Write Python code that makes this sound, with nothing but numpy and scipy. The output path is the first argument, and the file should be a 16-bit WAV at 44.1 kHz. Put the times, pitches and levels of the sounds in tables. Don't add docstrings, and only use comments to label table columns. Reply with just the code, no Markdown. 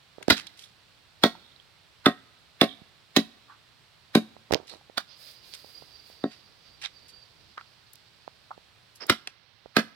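import sys
import numpy as np
from scipy import signal
from scipy.fft import rfft, irfft
from scipy.io import wavfile
from scipy.ndimage import uniform_filter1d, minimum_filter1d

SR = 44100
rng = np.random.default_rng(int(sys.argv[2]) if len(sys.argv) > 2 else 0)


def store_wav(level_fs):
    pcm = np.round(np.clip(np.atleast_2d(level_fs), -1, 1) * 32767)
    wavfile.write(sys.argv[1], SR, pcm.T.astype(np.int16))


N = 438794
LEAD_S = .04


def amp(db):
    return 10 ** (np.asarray(db) / 20)


def evened(x):
    return x / np.sqrt(np.mean(x ** 2) + 1e-20)


def read(points, hz, column=1):
    table = np.transpose(points)
    return np.interp(np.log(hz + 1), np.log(table[0] + 1), table[column])


def freqs(size):
    return np.fft.rfftfreq(size, 1 / SR)


def colour(x, gain):
    return irfft(rfft(x) * gain, x.shape[-1])


def band(x, hz, octaves):
    distance = np.log2((freqs(x.shape[-1]) + 1) / hz) / octaves
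    return evened(colour(x, np.exp(-.5 * distance ** 2)))


def pan(db):
    return amp(np.array([[.5], [-.5]]) * db)


def add(mix, s, sound):
    start = round(s * SR)
    part = mix[:, start:start + sound.shape[-1]]
    part += sound[..., :part.shape[1]]


def envelope(start, end, rise, release):
    t = np.arange(N) / SR
    return np.clip((t - start) / rise, 0, 1) * np.exp(-np.maximum(t - end, 0) / release)


def waver(hz):
    return evened(colour(rng.standard_normal(N), np.exp(-(freqs(N) / hz) ** 2)))


def steady(table, likeness=0.69):
    shared, left, right = rng.standard_normal((3, N))
    noise = evened(likeness * shared + np.array([left, right]))
    spectrum_db = [read(table, freqs(N), 1), read(table, freqs(N), -1)]
    return colour(noise, np.sqrt(SR / 2) * amp(spectrum_db))


def snaps(size, grain_db=5.0, apart=0.9):
    grain = amp(grain_db * np.minimum(rng.exponential(1, size), 4))
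    shared, left, right = rng.standard_normal((3, size)) * grain
    return shared + apart * np.array([left, right])


def air():
    # (frequency [Hz], left level [dB per Hz], right level [dB per Hz])
    air_spectrum = [(20, -98, -101.5), (119, -90, -85.5), (250, -101, -99), (1010, -101, -96),
                    (2160, -103, -96), (3800, -103, -93.5), (4300, -106, -92.5), (6000, -111, -105),
                    (6500, -110, -121), (7600, -108, -129), (10900, -116, -128), (16000, -121, -119)]
    # (time [s], level [dB])
    left_dip = [(0, 2.5), (9.1, 1.5), (9.3, -10), (9.7, -4), (9.95, -10)]
    left, right = steady(air_spectrum)
    left_db = np.interp(np.arange(N) / SR, *np.transpose(left_dip))
    return np.array([left * amp(left_db), right])


def pop(db, hz, t60, octaves=1.0, tick_db=-3, tick_s=.00016, tick_hz=2500):
    t = np.arange(SR // 10) / SR
    rough = .3
    onset = np.minimum(t * hz * 2, 1)
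    tone = np.sin(2 * np.pi * hz * t) + rough * band(snaps(len(t)), hz, octaves)
    tick = amp(tick_db + db) * np.exp(-t / tick_s) * band(snaps(len(t)), tick_hz, .76)
    return amp(db) * (amp(-60 * t / t60) * onset * tone + tick)


def taps(pop_cycles=3.43, pop_side_db=-29, knock_t60_s=0.017, knock_side_db=1):
    # (time [s], level before panning [dB], pitch [Hz])
    pops = [(.183, -34, 468), (.283, -14, 314), (.312, -25.5, 88), (2.817, -40, 179.6), (4.366, -38.5, 650),
            (4.509, -20, 530), (4.5259, -12.5, 404), (4.5375, -13, 465), (4.5361, -11.5, 1740),
            (4.5455, -6.5, 3530), (4.5519, -18, 443), (4.558, -23, 340), (4.6004, -36, 380),
            (4.738, -37.5, 686), (4.898, -39, 527), (5.538, -27.5, 4000), (5.645, -39.5, 538),
            (5.823, -43.5, 519), (6.1, -43, 549), (8.278, -29.5, 710), (8.578, -42.5, 489),
            (9.102, -22, 106.3), (9.659, -35, 496)]
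    # (time [s], level before panning [dB], pitch [Hz])
    blade_knocks = [(1.352, -37, 910), (4.812, -43.5, 794), (7.5783, -23.5, 1260), (7.6111, -32.5, 1350),
                    (8.5072, -34, 760)]
    out = np.zeros((2, N))
    for s, db, hz in pops:
        add(out, s, pan(pop_side_db) * pop(db, hz, pop_cycles / hz))
    for s, db, hz in blade_knocks:
        add(out, s, pan(knock_side_db) * pop(db, hz, knock_t60_s))
    return out


def swell(length, hz, octaves, clump_db=4.0):
    u = np.arange(SR // 3) / SR / length
    shape = (3 * u) ** 2 * np.exp(2 - 6 * u)
    clumps = amp(clump_db * evened(uniform_filter1d(rng.standard_normal(len(u)), size=200)))
    crackle = band(clumps * snaps(len(u), grain_db=4.0), hz, octaves)
    return evened(shape * crackle) * np.sqrt(np.mean(shape ** 2))


def strokes(rows, octaves, side_db):
    out = np.zeros((2, N))
    for s, db, hz, length in rows:
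        add(out, s, amp(db) * swell(length, hz, octaves))
    return pan(side_db) * out


def handling(tick_s=0.0065, tick_octaves=0.93):
    # (time [s], crest level before panning [dB], centre [Hz], nominal length [s])
    bumps = [(.198, -54.5, 433, 0.049), (4.488, -47, 450, 0.15), (4.685, -57, 450, .11),
             (9.001, -53, 387, 0.079), (9.274, -47, 485, .008)]
    # (time [s], crest level before panning [dB], centre [Hz], left-right level [dB])
    ticks = [(0.225, -38, 2310, 15.5), (0.467, -41, 3600, -5), (7.932, -44.5, 14000, 0),
             (7.954, -50.5, 6480, -8.5), (9.066, -43, 10000, -6), (9.272, -28, 2370, 2.5)]
    squelches = [(.2805, -28.5, 2600, 0.0041), (.362, -35.5, 2560, 0.052), (.563, -52, 3840, 0.12),
                 (4.5203, -29, 3300, 0.0086), (4.662, -49.5, 3100, 0.1), (5.536, -43, 3680, 0.026),
                 (6.296, -54, 2330, 0.079), (6.812, -42, 2600, 0.026), (6.828, -35.5, 2100, .044),
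                 (7.08, -53.5, 4120, 0.038), (8.948, -54.5, 5985, 0.028), (8.998, -44, 1490, 0.057)]
    scrapes = [(.469, -45, 3700, 0.01), (.6, -59, 3500, 0.1), (1.42, -65.5, 3620, .15),
               (1.562, -51.5, 3740, 0.002), (1.599, -51.5, 3420, .004), (2.665, -50.5, 3530, .11),
               (3.161, -28.5, 6850, .018), (4.675, -53.5, 4020, 0.085), (6.836, -39.5, 3780, 0.033),
               (8.998, -47.5, 5090, 0.067)]
    rubs = [(3.476, -51, 1190, 0.088), (7.571, -40, 1368, 0.032), (8.505, -36, 972, 0.019)]
    out = strokes(squelches, octaves=0.94, side_db=-2)
    out += strokes(bumps, octaves=0.92, side_db=-15)
    out += strokes(scrapes, octaves=0.12, side_db=-11)
    out += strokes(rubs, octaves=0.36, side_db=-2)
    for s, db, hz, side_db in ticks:
        add(out, s, pan(side_db) * amp(db) * swell(tick_s, hz, tick_octaves))
    return out


def cut(length, crunch_db, ring_db, ring_hz, bone_db, bone_hz, swell_db=-19, swell_s=0.0061,
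        release_s=0.00072, ring_octaves=0.021, bone_octaves=0.53):
    # (frequency [Hz], relative level [dB per Hz])
    crunch_spectrum = [(70, -25.5), (200, -4), (800, -1), (1400, -6.5), (2600, -7.5), (3800, 2.5),
                       (5200, -7.5), (7000, -16.5), (11000, -21.5), (16000, -18.5)]
    size = 4096
    t = np.arange(size) / SR - LEAD_S
    in_bone = np.clip((t + length) / 0.00016, 0, 1) * np.exp(-np.maximum(t, 0) / release_s)
    around_onset = amp(swell_db) * np.exp(-abs(t + length) / swell_s)
    grinding = in_bone + around_onset
    fractures = snaps(size, grain_db=11.0, apart=1.0)
    crunch = grinding * colour(fractures, amp(read(crunch_spectrum, freqs(size))))
    bone = grinding * band(snaps(size, apart=.5), bone_hz, bone_octaves)
    ring = in_bone * band(snaps(size, apart=0.94), ring_hz, ring_octaves)
    duty = np.sqrt(np.mean(in_bone ** 2))
    crack = amp(crunch_db) * evened(crunch) + amp(bone_db) * evened(bone)
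    return duty * crack, duty * amp(ring_db) * evened(ring)


def thump(contact, spot_hz, spot_db=5.0, spot_octaves=0.17, uneven_db=1.5, grip_s=0.033, low_hz=145):
    # (frequency [Hz], level [dB], 60 dB decay before the blade's grip [s])
    stump_modes = [(133, -35, 0.36), (178, -26, 0.42), (224.1, -19, 0.61), (275.4, -12.5, .12),
                   (337.4, -12.5, 0.063), (406, -21, 0.17), (481, -22, .08), (539, -27, 0.17),
                   (593, -25, .2), (681, -28.5, 0.42), (740.6, -28.5, 0.17), (1082, -28, .14),
                   (1305, -26, .08), (1535, -26, .09), (1884, -25, 0.18), (2090, -26, .08)]
    t = np.arange(SR // 3) / SR
    hz, db, t60 = np.transpose(stump_modes)[:, :, None]
    favoured_db = spot_db * np.exp(-(np.log2(hz / spot_hz) / spot_octaves) ** 2)
    db = db + uneven_db * rng.standard_normal(hz.shape) + favoured_db
    low = hz < 700
    grip = 1 / (1 + low * (t / grip_s) ** 4)
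    hz = hz * (1 + .006 * rng.standard_normal(hz.shape))
    ring = (amp(db - 60 * t / t60) * grip * np.cos(2 * np.pi * hz * t)).sum(0)
    push = np.exp(-np.pi * ((t[:SR // 20] - LEAD_S) / contact * 2) ** 2)
    wood = signal.fftconvolve(ring, push / push.sum())
    return signal.sosfilt(signal.butter(2, low_hz, "high", fs=SR, output="sos"), wood)


def yard(x, scatter_db=0.0, first_s=0.0017, wall_s=.027, wall_db=3.5, wall_width_s=.008,
         far_db=-30, far_t60=0.92, apart=0.92):
    # (frequency [Hz], relative level [dB], 60 dB decay [s])
    yard_scatter = [(60, -25, 0.87), (250, -15, 0.22), (500, -2.5, 0.08), (930, -5, 0.11), (1700, -4, 0.12),
                    (3500, -6, 0.14), (5500, -5.5, .13), (9110, -10, 0.17), (16000, -8.5, .12)]
    size = SR * 2 // 3
    pulses = rng.choice([-1., 1.], (3, size)) * (rng.random((3, size)) < 5000 / SR)
    shared, left, right = pulses
    hz, t, z = signal.stft(evened(shared + apart * np.array([left, right])), SR, nperseg=256)
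    near_decay = amp(-60 * t / read(yard_scatter, hz, -1)[:, None])
    far_decay = amp(far_db - 60 * t / far_t60)
    level = amp(read(yard_scatter, hz))[:, None]
    tail = signal.istft(z * (near_decay + far_decay) * level, SR, nperseg=256)[1]
    t = np.arange(tail.shape[1]) / SR
    wall = amp(wall_db * np.exp(-((t - wall_s) / wall_width_s) ** 2))
    tail *= np.minimum(t / first_s, 1) ** 2 * wall
    return amp(scatter_db) / np.sqrt(SR * 0.0054) * signal.fftconvolve(x, tail, axes=1)[:, :N]


def chops(crack_echo_db=-3, thump_echo_db=-11, ring_echo_db=-8.5):
    # (landing on wood [s], cutting before that [s], crunch level [dB], blade ring level [dB],
    # blade ring pitch [Hz], hollow bone crack level [dB], its centre [Hz], thump level [dB],
    # contact time [s], pitch the struck spot favours [Hz], echo level [dB])
    landings = [(.3094, 0.0092, -8, -16, 2023, -15, 1500, -7.5, 0.0011, 300, -3),
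                (1.2405, 0.0048, -12.5, -10, 3407, -17.5, 1510, 0, 0.00025, 620, -0.5),
                (2.0668, 0.0078, -20.5, -19, 3550, -15.5, 1288, 0, 0.00036, 745, -1),
                (2.618, 0.0064, -17.5, -17.5, 3510, -18.5, 1700, 1, 0.00046, 705, 1),
                (3.1718, 0.0082, -16.5, -19.5, 3830, -21.5, 1924, -1, 0.0015, 254, .5),
                (4.1561, .0044, -15.5, -30, 3550, -18.5, 1480, 3.5, 0.0016, 202, 0.5),
                (4.9839, 0.0093, -25.5, -33.5, 4600, -27.5, 1150, -41.5, 0.00032, 1110, -3.5),
                (6.2414, 0.0023, -45, -34, 3760, -32, 1220, -9.5, 0.00079, 290, -4.5),
                (9.103, 0.0061, -11, -39.5, 4207, -11, 1404, -11, .0007, 301, -4.5),
                (9.7699, 0.0044, -17.5, -21, 3970, -14, 1530, -2, 0.00087, 1512, 3)]
    out = np.zeros((2, N))
    for (s, length, crunch_db, ring_db, ring_hz, bone_db, bone_hz,
         thump_db, contact, spot_hz, echo_db) in landings:
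        crack, ring = cut(length, crunch_db, ring_db, ring_hz, bone_db, bone_hz)
        wood = amp(thump_db) * thump(contact, spot_hz)
        sent = np.zeros((2, len(wood)))
        for part, part_echo_db in (crack, crack_echo_db), (ring, ring_echo_db), (wood, thump_echo_db):
            add(out, s - LEAD_S, part)
            add(sent, 0, amp(echo_db + part_echo_db) * part)
        add(out, s - LEAD_S, yard(sent))
    return out


def whistle(age, width_hz=50, wander_hz=28, flutter_db=3.5, side_db=-16):
    # (start [s], hold [s], level before flutter [dB])
    spell_rows = [(5.07, 0.032, -48.5), (5.2, .22, -56.5), (5.547, 0.53, -53.5), (6.15, 0.11, -53.5),
                  (6.397, .06, -61.5), (6.64, 0.067, -56.5), (6.928, .3, -57.5)]
    settled_hz, sharp_hz, settle_s = 4610, 390, 0.83
    rise_s, release_s = 0.053, 0.052
    hz = settled_hz + sharp_hz * np.exp(-age / settle_s) + wander_hz * waver(28)
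    turn = 2 * np.pi * np.cumsum(hz) / SR
    tone = evened(waver(width_hz) * np.cos(turn) + waver(width_hz) * np.sin(turn))
    spells = sum(amp(db) * envelope(s, s + hold, rise_s, release_s) for s, hold, db in spell_rows)
    return tone * spells * amp(flutter_db * waver(11)) * amp([[side_db], [0]])


def hiss(flutter_db=2.1, treble_hz=6500, calm_treble_db=-11, surge_body_db=-5):
    # (frequency [Hz], left level [dB per Hz], right level [dB per Hz])
    hiss_spectrum = [(139, -115, -108), (610, -101, -91), (830, -106, -102.5), (2700, -104, -90),
                     (2960, -101, -91), (4740, -100, -80), (6460, -108, -99.5), (7400, -101.5, -116),
                     (11400, -99.5, -108), (15600, -107, -101)]
    # (start [s], hold [s], strength [dB], release [s])
    surge_rows = [(5.15, 0.17, 4, .04), (5.414, 0.18, 1.5, 0.064), (5.627, .08, -2.5, 0.31),
                  (6.029, 0.045, -0.5, 0.061)]
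    start_s, end_s, rise_s, release_s = 5.05, 8.44, 0.066, 0.12
    start_db, fade_db_per_s = -3.5, 3.5
    surge_rise_s = 0.069
    age = np.maximum(np.arange(N) / SR - start_s, 0)
    running = envelope(start_s, end_s, rise_s, release_s)
    flow = running * amp(start_db - fade_db_per_s * age)
    surge = sum(amp(db) * envelope(s, s + hold, surge_rise_s, release)
                for s, hold, db, release in surge_rows)
    noise = steady(hiss_spectrum)
    treble = colour(noise, freqs(N) > treble_hz)
    body_level = np.hypot(flow, amp(surge_body_db) * surge) * amp(flutter_db * waver(19))
    treble_level = np.hypot(amp(calm_treble_db) * flow, surge)
    return body_level * (noise - treble) + treble_level * treble + whistle(age)


def fumbling(lumps_db=4.5, lumps_hz=12, side_db=-6, edge_s=0.066):
    # (frequency [Hz], level [dB per Hz])
    fumble_spectrum = [(20, -93), (70, -91.5), (150, -101), (450, -99), (1000, -110), (3000, -130)]
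    start_s, end_s = 5.3, 7.5
    lumps = amp(lumps_db * np.tanh(waver(lumps_hz)))
    level = envelope(start_s, end_s, edge_s, edge_s) * lumps
    return pan(side_db) * level * steady(fumble_spectrum)


def ports(x, lead_s=.00009):
    # (frequency [Hz], left-right level [dB])
    port_difference = [(100, 0.5), (1000, -1.5), (2000, -4.5), (3600, -7.5), (5200, -12), (6400, -0.5),
                       (8000, 9), (11000, 14), (15000, -2)]
    hz = freqs(N)
    lead = np.exp(1j * np.pi * hz * lead_s * np.array([[1], [-1]]))
    return colour(x, pan(read(port_difference, hz)) * lead)


def scene(small_echo_db=-12, pop_echo_db=-22):
    wet, knocks = handling(), taps()
    small_echo = yard(amp(small_echo_db) * wet + amp(pop_echo_db) * knocks)
    close = chops() + wet + knocks + small_echo
    return ports(close) + air() + hiss() + fumbling()


def record(dry, low_cut_hz=45, edge_hz=16100):
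    ceiling = .88
    gain = minimum_filter1d(ceiling / np.maximum(abs(dry), ceiling), size=45, axis=1)
    held = dry * uniform_filter1d(gain, size=45, axis=1)
    held = signal.sosfilt(signal.butter(2, low_cut_hz, "high", fs=SR, output="sos"), held)
    band_limit = signal.firwin(301, edge_hz, window=("kaiser", 9), fs=SR)
    return signal.oaconvolve(held, band_limit[None], "same")


dry = scene()
out = record(dry)
store_wav(out)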